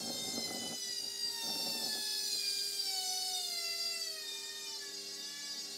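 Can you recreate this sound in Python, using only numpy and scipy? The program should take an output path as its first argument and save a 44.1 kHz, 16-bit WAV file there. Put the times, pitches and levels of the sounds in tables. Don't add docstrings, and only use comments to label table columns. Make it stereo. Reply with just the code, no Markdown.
import sys
import numpy as np
from scipy import signal
from scipy.fft import rfft, irfft, next_fast_len
from scipy.io import wavfile
from scipy.ndimage import uniform_filter1d, map_coordinates

SR = 44100
rng = np.random.default_rng(int(sys.argv[2]) if len(sys.argv) > 2 else 0)


def log_audio(samples):
    frames = np.atleast_2d(samples).T
    limited = np.clip(frames, -1, 1)
    pcm = np.round(limited * 32767).astype(np.int16)
    wavfile.write(sys.argv[1], SR, pcm)


N = 254456

# time_s, mean_rate_hz, waver_hz (once a drum turn)
BAR_RATE = [(0, 1071.8, 6.7), (1.5, 914.9, 8.3), (3, 760.4, 12), (4.2, 633.1, 14.1), (4.8, 577.7, 17.1),
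            (5.2, 560.5, 16), (5.77, 558.1, 8.1)]
# time_s, whine_db, slot_tones_against_bar_tones_db, lowest_bar_tone_extra_db
MOTOR_LEVELS = [(0, -44, 3.5, 10), (.5, -42.5, -1.5, 6), (.9, -44, 1.5, 4), (1.3, -45.5, 3, 5.5),
                (1.5, -45, -2, -1), (1.75, -45, -17, -9), (1.9, -43, -21, 4), (2.5, -43, -6, -5),
                (2.8, -44, -8, -6.5), (2.95, -39.5, -10, 3), (3.3, -42, -9, 2.5), (3.6, -44, -25, 6),
                (4.0, -44, -16, 4), (4.27, -47.5, -5.5, 4), (4.8, -48, -1.5, 7), (5.4, -48, 1, 9),
                (5.77, -47, 0, 6)]
# multiple, level_db
BAR_TONES = [(1, -2.5), (2, 1.5), (3, 1.5), (4, 1.5), (5, 0.5), (6, 1), (7, -1.5), (8, -3.5), (9, -2.5),
             (10, -1.5), (12, -1), (14, -2.5), (17, -7), (28, -6)]
# multiple, level_db
SLOT_TONES = [(.5, -13), (1.5, -6.5), (2.5, -13.5), (3.5, -8), (4.5, -36), (5.5, -10), (6.5, -7), (7.5, -8),
              (8.5, -4), (9.5, -8), (10.5, -6.5), (12.5, -11), (28, -27)]
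# cycles_per_shaft_turn, level_db (scaled per tone)
OUT_OF_ROUND_THROBS = [(1, -21), (2, -15), (3, -19), (4, -25), (5, -24), (9, -23)]
# pitch_hz, width_hz, level_db
CABINET_MODES = [(536.4, 14.5, -14), (631, 16, -15), (734.4, 25.3, -3), (899, 14, -2), (934.5, 16, -12.5),
                 (1109.4, 96, -10.5), (1126.5, 100, -9.5), (1354, 83, -16.5), (1567, 30, -16),
                 (1716, 40.5, -7.5), (1981, 107, -9.5), (2441, 100, -10.5), (2730, 295, -12.5),
                 (3165, 236, -12.5), (3428, 29, -4), (3639, 74, -0.5), (4131, 62, 0.5), (4354, 145, 0),
                 (4740, 240, 3.5), (5422, 274, -0.5), (5907, 103, -1), (6400, 450, -6), (7260, 390, -8),
                 (7896, 270, -6), (8840, 1350, -13.5), (10370, 1030, -10.5), (11660, 4000, -16),
                 (13950, 1600, -16.5), (15400, 1100, -29)]
# time_s, scrape_db, treble_hiss_db
BRUSH_LEVELS = [(0, -50, -70), (.5, -51.5, -72), (1.16, -53.5, -75), (1.35, -48, -56), (1.6, -43.5, -50),
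                (2.0, -41.5, -53.5), (2.5, -40.5, -56), (2.9, -44.5, -54), (3.35, -45, -52.5),
                (3.86, -48.5, -56), (4.2, -53.5, -59), (4.8, -57.5, -64), (5.77, -59, -66)]
# pitch_hz, level_db
SCRAPE_COLOUR = [(500, -10), (900, -21), (1500, -12.5), (2500, -11.5), (3500, 3), (4600, 6.5), (5600, 0),
                 (7000, 4), (9000, 4.5), (12000, -8), (15700, 6.5)]
# pitch_hz, level_db
TREBLE_COLOUR = [(3000, -38), (6000, -19), (8000, 2), (10000, 0), (12700, 5.5), (14500, -6), (15700, -9)]
# start_s, length_s, panels_db, floor_boards_db
SHUDDER_BOUTS = [(0, 0.73, -48.5, -60), (0.854, 0.037, -64, -64), (1.035, 0.053, -62, -68),
                 (1.26, 0.061, -63, -72), (1.447, 0.533, -50.5, -67.5), (2.342, 0.049, -62.5, -74)]
# time_s, panels_db, floor_boards_db
RUMBLE_LEVELS = [(0, -67, -73), (2.3, -67, -75), (4, -69, -76.5), (5.4, -68, -73), (5.77, -61.5, -70)]
# start_s, level_db
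PANEL_KNOCKS = [(0.097, 0), (0.154, 0), (0.245, -6), (0.28, -0.5), (0.375, 5.5), (0.505, 5.5),
                (0.617, -0.5), (0.719, 0), (1.466, -7), (1.495, 5), (1.554, -3), (1.665, -6), (1.748, -3),
                (1.95, -4)]
# pitch_hz, width_hz, level_db
PANEL_MODES = [(165.7, 14, -2), (229.7, 15.3, 5.5), (305, 39.6, -2), (424, 68, -6), (548.7, 25, -0.5),
               (630, 46, -7.5), (743, 49.5, -2), (801, 84, -7), (1344, 260, -20)]
# pitch_hz, width_hz, level_db (of one pass)
BOARD_MODES = [(100, 78, 0)]
# multiple_of_mains, level_while_slowing_db, level_while_speed_holds_db (rms)
HUM_TONES = [(4, -84, -67.5), (6, -72.5, -64.5), (8, -60, -58), (10, -87, -76.5)]
# pitch_hz, level_db
ROOM_COLOUR = [(15, -72), (25, -23), (294, -20.5), (345, -14.5), (397, -3), (580, -23), (668, -6),
               (849, -30), (1320, -13), (1520, -12.5), (3000, -13), (3900, -10), (6600, -120)]

BAR_COUNT = 36
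BARS_PER_DRUM_TURN = 435
LOAD_STARTS_TURNS = 0.405
TOP_HZ = 15750
SHUDDER_ATTACK_S, SHUDDER_RELEASE_S = 0.04, 0.062
CRACK_DB = -26
MAINS_HZ = 49.91
HOLD_S, HOLD_RISE_S = 4.86, 0.21
DROPOUT_S, DROPOUT_WIDTH_S, DROPOUT_DB = 5.44, 0.17, 27
ROOM_DB = -62.5


def motor():
    mean_hz, waver_hz = curves(BAR_RATE)
    drum_turns = np.cumsum(mean_hz) / SR / BARS_PER_DRUM_TURN + LOAD_STARTS_TURNS
    bar_hz = mean_hz + waver_hz * np.sin(2 * np.pi * drum_turns)
    shaft_turns = np.cumsum(bar_hz) / SR / BAR_COUNT
    whine_db, slot_db, lowest_db = curves(MOTOR_LEVELS)
    scrape_db, treble_db = curves(BRUSH_LEVELS)

    tones = motor_tones(bar_hz, shaft_turns, slot_db, lowest_db)
    whine = filtered(amp(whine_db) * tones, modes(CABINET_MODES))
    scrape = amp(scrape_db) * brush_scrape(shaft_turns)
    treble = amp(treble_db) * hiss(TREBLE_COLOUR, patchy_db=1.5)
    return walls(whine + scrape, t60=0.13, wet_db=-5.5) + treble


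def motor_tones(bar_hz, shaft_turns, slot_db, lowest_db):
    phase = 2 * np.pi * BAR_COUNT * shaft_turns
    phase = phase + .025 * wobble(50) + .008 * wobble(300)
    throbs = np.array([amp(db) * np.exp(2j * np.pi * n * shaft_turns) for n, db in OUT_OF_ROUND_THROBS])
    tones = np.zeros(N)
    for multiple in np.arange(1, 57) / 2:
        if multiple % 1 == 0:
            level_db = along(BAR_TONES, multiple) + (multiple == 1) * lowest_db
        else:
            level_db = along(SLOT_TONES, multiple) + slot_db
        turned = np.exp(2j * np.pi * rng.random(len(throbs))) @ throbs
        throb = 1 + 2 * min(multiple / 4, 1.1) * np.real(turned)
        flutter_db = min(multiple / 3, 1) * (1.61 * wobble(12) + 2.38 * wobble(45))
        in_band = multiple * bar_hz < TOP_HZ
        tone = np.sin(multiple * phase + 2 * np.pi * rng.random())
        tones += amp(level_db + flutter_db) * throb * in_band * tone
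    return tones


def brush_scrape(shaft_turns):
    track = rng.standard_normal(1600)
    worn = unit(map_coordinates(track, [shaft_turns % 1 * len(track)], mode="grid-wrap"))
    friction = worn + 0.7 * rng.standard_normal(N)
    ring = modes(CABINET_MODES)
    heard = filtered(friction, lambda hz: 0.27 + ring(hz))
    return hiss(SCRAPE_COLOUR, patchy_db=3.0, source=heard)


def cabinet_shudder():
    panel_gain, board_gain = bouts()
    jolts = rng.standard_normal(N) * amp(1.7 * wobble(25) + 2 * wobble(90))
    panels = unit(filtered(jolts, modes(PANEL_MODES)))
    boards = unit(filtered(rng.standard_normal(N), lambda hz: modes(BOARD_MODES)(hz) ** 2))
    return panel_gain * panels + board_gain * boards


def bouts():
    t = np.arange(N) / SR
    gains = amp(curves(RUMBLE_LEVELS))
    for start, length, *level_db in SHUDDER_BOUTS:
        rise = (t - start) / SHUDDER_ATTACK_S + 1
        fall = (start + length - t) / SHUDDER_RELEASE_S + 1
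        shape = np.clip(np.minimum(rise, fall), 0, 1)
        gains = gains + amp(level_db)[:, None] * shape ** 2
    return gains


def panel_knocks():
    thuds, cracks = np.zeros(N + SR), np.zeros(N + SR)
    t = np.arange(SR // 20) / SR
    for start, level_db in PANEL_KNOCKS:
        blow = .1 * amp(-60 * t / .025) * rng.standard_normal(len(t))
        blow[0] = 1
        thuds[round(start * SR):][:len(t)] += amp(level_db) * blow
        cracks[round(start * SR):][:len(t)] += amp(level_db + CRACK_DB) * blow
    soft = lambda hz: modes(PANEL_MODES)(hz) / (1 + 1j * hz / 1500) ** 2
    return filtered(thuds[:N], soft) + filtered(cracks[:N], modes([(1300, 210, 0)]))


def hum():
    t = np.arange(N) / SR
    phase = 2 * np.pi * MAINS_HZ * t + 0.027 * wobble(3.2)
    holding = np.clip((t - HOLD_S) / HOLD_RISE_S + .5, 0, 1)
    dropout_db = DROPOUT_DB * np.exp(-((t - DROPOUT_S) / DROPOUT_WIDTH_S) ** 2)
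    total = np.zeros(N)
    for multiple, slowing_db, held_db in HUM_TONES:
        multiple = round(multiple)
        level_db = slowing_db + (held_db - slowing_db) * holding + 0.42 * wobble(7.1)
        level_db = level_db - (multiple == 8) * dropout_db
        total += np.sqrt(2) * amp(level_db) * np.sin(multiple * phase)
    return total


def room_noise():
    return amp(ROOM_DB) * hiss(ROOM_COLOUR, patchy_db=1.0)


def walls(x, t60, wet_db):
    t = np.arange(SR // 4) / SR
    tail = rng.standard_normal(len(t)) * amp(-60 * t / t60) * (t > .003)
    return x + amp(wet_db) * signal.fftconvolve(x, tail / np.linalg.norm(tail))[:N]


def hiss(colour, patchy_db, source=None):
    source = rng.standard_normal(N) if source is None else source
    z = signal.stft(source, nperseg=512)[2]
    patches = uniform_filter1d(rng.standard_normal(z.shape), 4, 0)
    patches = uniform_filter1d(patches, 4, 1)
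    noise = signal.istft(z * amp(patchy_db * unit(patches)), nperseg=512)[1][:N]
    return unit(filtered(noise, lambda hz: amp(along(colour, hz))))


def modes(table):
    def response(hz):
        total = 0
        for k, (centre, width, db) in enumerate(table):
            damping = 1j * hz * width
            total = total + (-1) ** k * amp(db) * damping / (centre * centre - hz * hz + damping)
        return total
    return response


def filtered(x, response):
    m = next_fast_len(N + SR // 2)
    return irfft(rfft(x, m) * response(np.fft.rfftfreq(m, 1 / SR)), m)[..., :N]


def wobble(rate):
    return map_coordinates(rng.standard_normal(int(N * rate / SR) + 4), [np.arange(N) * rate / SR])


def curves(rows):
    s, *columns = np.transpose(rows)
    return [np.interp(np.arange(N) / SR, s, column) for column in columns]


def along(points, at):
    position, value = np.transpose(points)
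    return np.interp(np.log(at + 1e-3), np.log(position + 1e-3), value)


def amp(db):
    return 10 ** (np.asarray(db) / 20)


def unit(x):
    return x / np.sqrt(np.mean(x ** 2) + 1e-20)


def scene():
    sound = motor() + cabinet_shudder() + panel_knocks() + hum() + room_noise()
    return np.array([sound, sound])


def record(dry):
    bass_cut = lambda hz: (1j * hz / (75 + 1j * hz)) ** 3
    treble_fade = lambda hz: amp(-3 * np.clip(hz / 1000 - 13.2, 0, None))
    return filtered(dry, lambda hz: (hz < TOP_HZ) * treble_fade(hz) * bass_cut(hz))


dry = scene()
out = record(dry)
log_audio(out)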